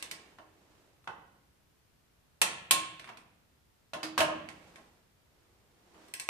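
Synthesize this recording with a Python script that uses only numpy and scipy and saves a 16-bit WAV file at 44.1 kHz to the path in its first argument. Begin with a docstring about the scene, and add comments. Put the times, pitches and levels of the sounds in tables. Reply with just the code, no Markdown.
"""A ratchet ticks over a quiet rumble while sleeves rustle, then a socket knocks on nuts and an axle housing.
A click-type torque wrench breaks over with a sharp click and snaps back; more knocks and ticks follow,
and a last click, cut short, begins just before the end. The housing rests on a wooden stand in a hard garage.
Each blow is filtered noise with a bass push, plus decaying modes of the wrench, ratchet head, housing
or axle tube; cloth and still air are coloured noise."""
import sys
import numpy as np
from scipy import signal
from scipy.fft import rfft, irfft
from scipy.io import wavfile
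from scipy.ndimage import uniform_filter1d

SR = 44100
rng = np.random.default_rng(int(sys.argv[2]) if len(sys.argv) > 2 else 0)


def wav_out(sig):
    """Save sig, one row per channel (or a flat mono array), as 16-bit PCM at SR to the path in sys.argv[1]."""
    wavfile.write(sys.argv[1], SR, np.round(np.clip(np.atleast_2d(sig).T, -1, 1) * 32767).astype(np.int16))


N = 277561
BLOW_TIME = np.arange(SR) / SR  # seconds since a blow


def amp(db):
    """Decibel law: level to amplitude gain."""
    return 10 ** (np.asarray(db) / 20)


def unit(x):
    """Power normalisation: scales to rms 1."""
    return x / np.sqrt(np.mean(x ** 2) + 1e-20)


def read(points, hz):
    """Log-frequency interpolation of a table."""
    table_hz, value = np.transpose(points)
    return np.interp(np.log(hz + 1), np.log(table_hz + 1), value)


def fade(t, t60):
    """Exponential decay: 60 dB down after t60 seconds."""
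    return np.exp(-np.log(1000) * t / np.maximum(t60, 1e-3))


def add(mix, start_s, sound):
    """Superposition: mixes a stereo sound in, dropping whatever falls outside the mix."""
    start = round(start_s * SR)
    sound = sound[:, max(-start, 0):]
    part = mix[:, max(start, 0):][:, :sound.shape[1]]
    part += sound[:, :part.shape[1]]


def blend(a, b, same):
    """Partial correlation: mixes independent b into a so that their likeness is same."""
    return same * a + np.sqrt(1 - same ** 2) * b


# likeness of sound at the two microphones: frequency_hz, likeness (1 = identical)
LIKENESS = [(60, .92), (290, .92), (640, .5), (1400, .2), (3000, 0)]


def pair_noise(size, likeness=LIKENESS):
    """Spatial coherence: white noise at two spaced microphones, alike in the bass, unrelated in the treble."""
    a, b = rfft(rng.standard_normal((2, size)))
    same = np.clip(read(likeness, np.fft.rfftfreq(size, 1 / SR)), -1, 1)
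    return irfft(np.array([a, blend(a, b, same)]), size)


def coloured(x, db_at, size=4096):
    """Minimum-phase filtering: a causal, unit-energy filter with the relative response db_at(Hz)."""
    db = db_at(np.fft.rfftfreq(size, 1 / SR))
    cepstrum = irfft(np.log(amp(np.maximum(db - db.max(), -90))))
    # folding the cepstrum onto positive times makes the filter causal
    cepstrum[1:size // 2] *= 2
    cepstrum[size // 2 + 1:] = 0
    taps = irfft(np.exp(rfft(cepstrum)))
    taps /= np.linalg.norm(taps)
    return signal.fftconvolve(x, taps[None], axes=1)[:, :x.shape[1]]


# late decay of the garage: frequency_hz, t60_s
GARAGE_T60 = [(100, 2), (300, 0.89), (1000, 0.67), (2700, 0.84), (5000, 0.46), (9000, 0.44), (14000, 0.02)]
# reverberant over direct sound: frequency_hz, level_db
GARAGE_DB = [(150, 18), (400, 17), (900, 4.5), (2500, -4.5), (6000, -2), (13000, -6.5)]


def garage(x, build_s=0.0043, bass_lag=0.55, early_db=3, early_t60=0.16, bass_hz=450):
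    """Room reverberation: direct sound, early reflections and a tail; bass builds last, power is shared."""
    hz, t, noise = signal.stft(pair_noise(SR), SR, nperseg=256)
    hz = hz[:, None]
    shape = fade(t, read(GARAGE_T60, hz)) + amp(early_db) * fade(t, early_t60)
    build = build_s * (1 + bass_lag / (1 + (hz / bass_hz) ** 2))
    shape *= 1 - np.exp(-(t / build) ** 2)
    shape /= np.sqrt((shape ** 2).sum(1, keepdims=True) * t[1] * SR)
    tail = signal.istft(noise * shape, SR, nperseg=256)[1][:, :SR]
    wet = amp(read(GARAGE_DB, np.fft.rfftfreq(2 * SR, 1 / SR)))
    response = (1 + wet * rfft(tail, 2 * SR)) / np.sqrt(1 + wet ** 2)
    return irfft(rfft(x, 2 * SR) * response)[:, :SR]


def treble_tilt(tilt, hz):
    """Contact hardness: a dB slope of tilt per octave, settling in above about 1500 Hz."""
    return tilt * np.log2(np.hypot(1, hz / 1500))


def contact(colour, t60, tilt, bass_db=0, clank_hz=1000, clank_db=0, rise_s=.0005, push_hz=900,
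            clank_octaves=0.083):
    """Impact of steel on steel: one push in the bass, dense fast-dying vibration above."""
    clatter = pair_noise(SR) * fade(BLOW_TIME, t60) * (1 - np.exp(-BLOW_TIME / rise_s))
    push = np.linalg.norm(clatter[0]) * (BLOW_TIME == 0)
    low = signal.butter(2, push_hz, "low", fs=SR)
    high = signal.butter(2, push_hz, "high", fs=SR)
    blow = signal.lfilter(*low, push) + signal.lfilter(*high, clatter)

    def db_at(hz):
        """Additive decibels: contact colour, hardness, bass thump and the struck spot's own resonance."""
        thump = bass_db / (1 + (hz / 400) ** 2)
        octaves_away = np.log2((hz + 1) / clank_hz)
        clank = clank_db / (1 + (octaves_away / clank_octaves) ** 2)
        return read(colour, hz) + treble_tilt(tilt, hz) + thump + clank
    return garage(coloured(blow, db_at))


def ring(modes, rise_s, waver):
    """Modal decay: reflections make each mode flutter, high ones faster and less alike at the microphones."""
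    out = np.zeros((2, SR))
    for hz, db, t60 in modes:
        knots = np.linspace(0, 1, num=round(2 * np.sqrt(hz)))  # times of the flutter's random values
        same = np.clip(read(LIKENESS, hz), -1, 1)
        offset = np.arccos(same) * rng.choice([-1, 1])
        phase = rng.uniform(0, 2 * np.pi) + np.array([[0], [offset]])
        draws = rng.standard_normal(size=(2, 2, 256))[..., :len(knots)]
        left, other = (np.interp(BLOW_TIME, knots, a + 1j * b) for a, b in draws)
        echoes = np.array([left, blend(left, other, same)])
        carrier = np.exp(1j * phase) * np.exp(2j * np.pi * hz * BLOW_TIME)
        out += amp(db) * fade(BLOW_TIME, t60) * ((1 + waver * echoes) * carrier).real
    return out * (1 - np.exp(-BLOW_TIME / rise_s))


# colour of the still air: frequency_hz, relative_level_db_per_hz
AIR = [(20, -17), (30, -17), (56, -4), (110, -7), (180, -12), (440, -17), (900, -20), (1700, -22.5),
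       (5000, -27.5), (7000, -30), (14500, -32)]
# likeness of the air at the two microphones: frequency_hz, likeness
AIR_LIKENESS = [(60, .85), (130, .6), (290, .25), (640, 0)]
AIR_DB = -68.7  # rms level


def air():
    """Stationary noise: a low rumble under a faint even hiss."""
    noise = pair_noise(N, AIR_LIKENESS)
    return amp(AIR_DB) * unit(coloured(noise, lambda hz: read(AIR, hz), size=16384))


# lowest bending mode of the long axle tube: frequency_hz, level_db, t60_s
AXLE_TUBE = [(316, 0, .68)]


def tube_hum():
    """Lowest bending mode: the axle tube's low, hollow note."""
    return ring(AXLE_TUBE, rise_s=.015, waver=.25)


# wrench modes: frequency_hz, loaded_level_db, slack_level_db, t60_s
WRENCH = [(346, -10, -22, .45), (866, 3, -20, .3), (960, -10, -9, .33), (1075, -7, 5, .53),
          (1098, -9, -3, .3), (1880, -16, -8, .28), (2030, -4, -12, .3), (2240, -16, -11, .35),
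          (2610, -6, -6, .3), (2668, 1, -1, .43), (3050, -9, -13, .3), (3535, -10, -4, .23),
          (3595, -14, -1, .23), (4180, 2, -12, .24), (4654, -6, -16, .2), (5478, -12, -7, .26),
          (6300, -16, -6, .2), (7900, -6, -9, .2), (8527, -12, -5, .17), (9360, -5, -7, .2),
          (9749, -9, -1, .21)]


def wrench_ring(load, tilt=0):
    """Boundary conditions: clamping on the nut rebalances the wrench's modes; a soft blow spares high ones."""
    load = np.clip(load, 0, 1)
    modes = []
    for hz, tight_db, slack_db, t60 in WRENCH:
        mode_db = load * tight_db + (1 - load) * slack_db + treble_tilt(tilt, hz)
        modes.append((hz, mode_db, t60))
    return ring(modes, rise_s=.003, waver=.5)


# ratchet head modes: frequency_hz, level_db, t60_s
RATCHET = [(1650, -4, .25), (1965, -2, .24), (2630, -3, .24), (4240, -4, .2), (5170, -3, .2),
           (5830, -3, .18), (8280, 2, .2)]


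def head_ring():
    """Modal vibration of the ratchet head."""
    return ring(RATCHET, rise_s=0.0012, waver=1.0)


# pawl dropping over ratchet teeth: start_s, level_db, treble_tilt_db_per_octave
TICKS = [(-.06, -27, 7), (0.0254, -29.5, 5), (0.1122, -28.5, 5), (2.9957, -38, 0), (3.0429, -41, -3.5),
         (3.172, -42.5, 0.5), (4.488, -36, -0.5), (4.758, -43, -1.5), (6.0833, -55, 9.5), (6.1381, -29, 7),
         (6.1977, -28.5, 7.5)]
# colour of a tick: frequency_hz, relative_level_db_per_hz
TICK_COLOUR = [(100, -14), (250, -7), (650, -1), (1200, -5.5), (2200, 3.5), (4000, -6), (6800, -13.5),
               (8400, -12), (11000, -19.5), (14500, -29)]
PAWL_T60_S, PAWL_HUM_DB = 0.032, -34.5  # clatter decay; tube hum over the snap
# ringing over the snap (dB), and its change per dB/octave of tilt
HEAD_DB, HEAD_DB_PER_TILT = -33, 1.7
HANDLE_DB, HANDLE_DB_PER_TILT = -27.5, -1.0


def ticks():
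    """Impact excitation: the pawl snaps onto the next tooth; crisp snaps ring the head, dull ones the handle."""
    out = np.zeros((2, N))
    for start_s, db, tilt in TICKS:
        snap = contact(TICK_COLOUR, PAWL_T60_S, tilt, rise_s=0.00015)
        head = amp(HEAD_DB + HEAD_DB_PER_TILT * tilt) * head_ring()
        handle = amp(HANDLE_DB + HANDLE_DB_PER_TILT * tilt) * wrench_ring(0)
        hum = amp(PAWL_HUM_DB) * tube_hum()
        add(out, start_s, amp(db) * (snap + head + handle + hum))
    return out


# sleeves and trousers moving: middle_s, half_length_s, level_db
RUSTLES = [(0.184, 0.21, -61.5), (0.742, 0.27, -67), (4.666, 0.28, -60.5), (5.495, 0.28, -72),
           (5.939, 0.19, -67), (6.068, 0.1, -62)]
# colour of rubbing cloth: frequency_hz, relative_level_db_per_hz
CLOTH = [(59, -52), (100, -21.5), (162, -11), (262, -14), (310, -7.5), (462, -11), (962, -14.5),
         (1160, -17), (8000, -29.5), (15000, -43.5)]


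def rustle(grain_db=1.0):
    """Friction noise: cloth rubs in small uneven catches, swelling with each movement."""
    t = np.arange(N) / SR
    motion = sum(amp(db) * np.exp(-((t - middle_s) / half_s) ** 2) for middle_s, half_s, db in RUSTLES)
    catches = unit(uniform_filter1d(rng.standard_normal(N), size=400))
    rubbing = pair_noise(N) * amp(grain_db * catches)
    return motion * unit(coloured(rubbing, lambda hz: read(CLOTH, hz)))


# axle housing modes: frequency_hz, level_db, t60_s
HOUSING = [(604, 0, .5), (643, 1, .5), (744, -7, .4), (928, -3, .35), (1048, -4, .33), (1075, -11, .45),
           (1256, -8, .42), (1444, -8, .42), (1620, -8, .45), (1743, -6, .38), (2190, -13, .4),
           (2850, -13, .42), (3016, -10, .42)]


def housing_ring():
    """Inertia: the heavy housing takes a moment to start ringing."""
    return ring(HOUSING, rise_s=0.0038, waver=0.89)


# socket knocking on nuts and housing: start_s, level_db, treble_tilt_db_per_octave, clatter_t60_s,
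# clank_pitch_hz, housing_ring_over_blow_db, tube_hum_over_blow_db
KNOCKS = [(0.3856, -41.5, -5, 0.043, 1010, -22.5, -19.5), (1.0412, -55, 2.5, 0.025, 1300, -38, -33),
          (1.0742, -26.5, -7, 0.034, 1430, -53, -47), (3.074, -45, -2.5, 0.12, 2300, -35, -35),
          (3.0895, -37, -3.5, 0.063, 1010, -48, -39), (3.9341, -29.5, 0, 0.071, 680, -17, -19.5),
          (4.0302, -31, 1.5, 0.13, 4800, -24.5, -4.5), (4.178, -20, 1.5, .16, 1037, -20, -36),
          (4.2033, -20, 2.5, 0.082, 2700, -10.5, -15.5), (4.283, -32.5, -9.5, 0.065, 604, -7.5, -5.5),
          (4.783, -52, -5, 0.071, 756, -19, -15.5), (5.944, -54.5, -4, .16, 960, -28, -6)]
# colour of a knock: frequency_hz, relative_level_db_per_hz
KNOCK_COLOUR = [(40, -31), (80, -16), (170, -10), (450, -12), (650, -9), (1050, -7), (1900, -11.5),
                (3000, -13.5), (4600, -20), (9500, -28), (14500, -37)]
KNOCK_CLANK_DB, KNOCK_CLANK_OCTAVES = 8, 0.19  # height and half-width of the struck spot's resonance
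# the stand thumps more for a gentle blow and for one that rings the housing well
THUMP_DB, THUMP_PER_HOUSING_DB, THUMP_PER_LEVEL_DB = -1, 0.18, -0.1352
# wrench over the blow (dB), extra treble tilt (dB/octave), load (0-1)
JOLT_DB, JOLT_TILT, JOLT_LOAD = -22.5, -0.5, 0.46


def knocks():
    """Coupled vibration: the struck housing rings and thumps its wooden stand; the jolt rings the wrench."""
    out = np.zeros((2, N))
    for start_s, db, tilt, t60, clank_hz, housing_db, hum_db in KNOCKS:
        bass_db = THUMP_DB + THUMP_PER_HOUSING_DB * housing_db + THUMP_PER_LEVEL_DB * db
        blow = contact(KNOCK_COLOUR, t60, tilt, bass_db, clank_hz, KNOCK_CLANK_DB,
                       rise_s=0.00049, clank_octaves=KNOCK_CLANK_OCTAVES)
        jolt = amp(JOLT_DB) * wrench_ring(JOLT_LOAD, tilt + JOLT_TILT)
        housing = amp(housing_db) * housing_ring()
        hum = amp(hum_db) * tube_hum()
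        add(out, start_s, amp(db) * (blow + jolt + housing + hum))
    return out


# wrench breaking over and snapping back: start_s, level_db, treble_tilt_db_per_octave, clank_pitch_hz,
# load (0 slack - 1 clamped)
CLICKS = [(2.4157, -12, 1, 877, 0.73), (2.7095, -11, 3, 1085, 0.01), (2.7152, -19.5, 1, 3600, 0.07),
          (6.2889, -15.5, -4.5, 1220, 0.5)]
# colour of a click: frequency_hz, relative_level_db_per_hz
CLICK_COLOUR = [(50, -38), (110, -21.5), (175, -15.5), (240, -25), (400, -22), (750, -13), (1500, -13.5),
                (2600, -7.5), (4200, -14), (5200, -18), (9700, -15.5), (14500, -29.5)]
SLAP_T60_S, SLAP_CLANK_DB, SLAP_RING_DB = 0.054, 7, -23.5  # clatter decay; clank height; ring over slap
SLACK_HUM_DB, LOAD_DAMPING_DB = -28.5, 23.5  # slack tube hum over slap; its loss at full load


def clicks():
    """Sudden release: the mechanism slips and slaps the handle tube; a slack wrench also shakes the axle tube."""
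    out = np.zeros((2, N))
    for start_s, db, tilt, clank_hz, load in CLICKS:
        slap = contact(CLICK_COLOUR, SLAP_T60_S, tilt, 0, clank_hz, SLAP_CLANK_DB,
                       rise_s=0.00027, clank_octaves=0.07)
        wrench = amp(SLAP_RING_DB) * wrench_ring(load)
        hum = amp(SLACK_HUM_DB - LOAD_DAMPING_DB * load) * tube_hum()
        add(out, start_s, amp(db) * (slap + wrench + hum))
    return out


# stereo balance, the work lying slightly to the right: frequency_hz, left_minus_right_db
LEAN = [(60, -2), (110, -1), (200, -1.5), (380, -3), (700, -2), (1290, -1), (2380, -3), (4400, -3.5),
        (8120, -2.5), (15000, 5.5)]


def scene():
    """Level-difference stereo: tool and clothes lean between the channels, over the still air."""
    work = rfft(clicks() + ticks() + knocks() + rustle(), 2 * N)
    lean_db = read(LEAN, np.fft.rfftfreq(2 * N, 1 / SR))
    placed = irfft(work * amp([lean_db / 2, -lean_db / 2]))[:, :N]
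    return placed + air()


EDGE_HZ = 15050


def record(dry):
    """Band limiting: a linear-phase low-pass removes the treble above the edge."""
    taps = signal.firwin(255, EDGE_HZ, window=("kaiser", 9), fs=SR)
    return signal.oaconvolve(dry, taps[None], "same")


dry = scene()
out = record(dry)
wav_out(out)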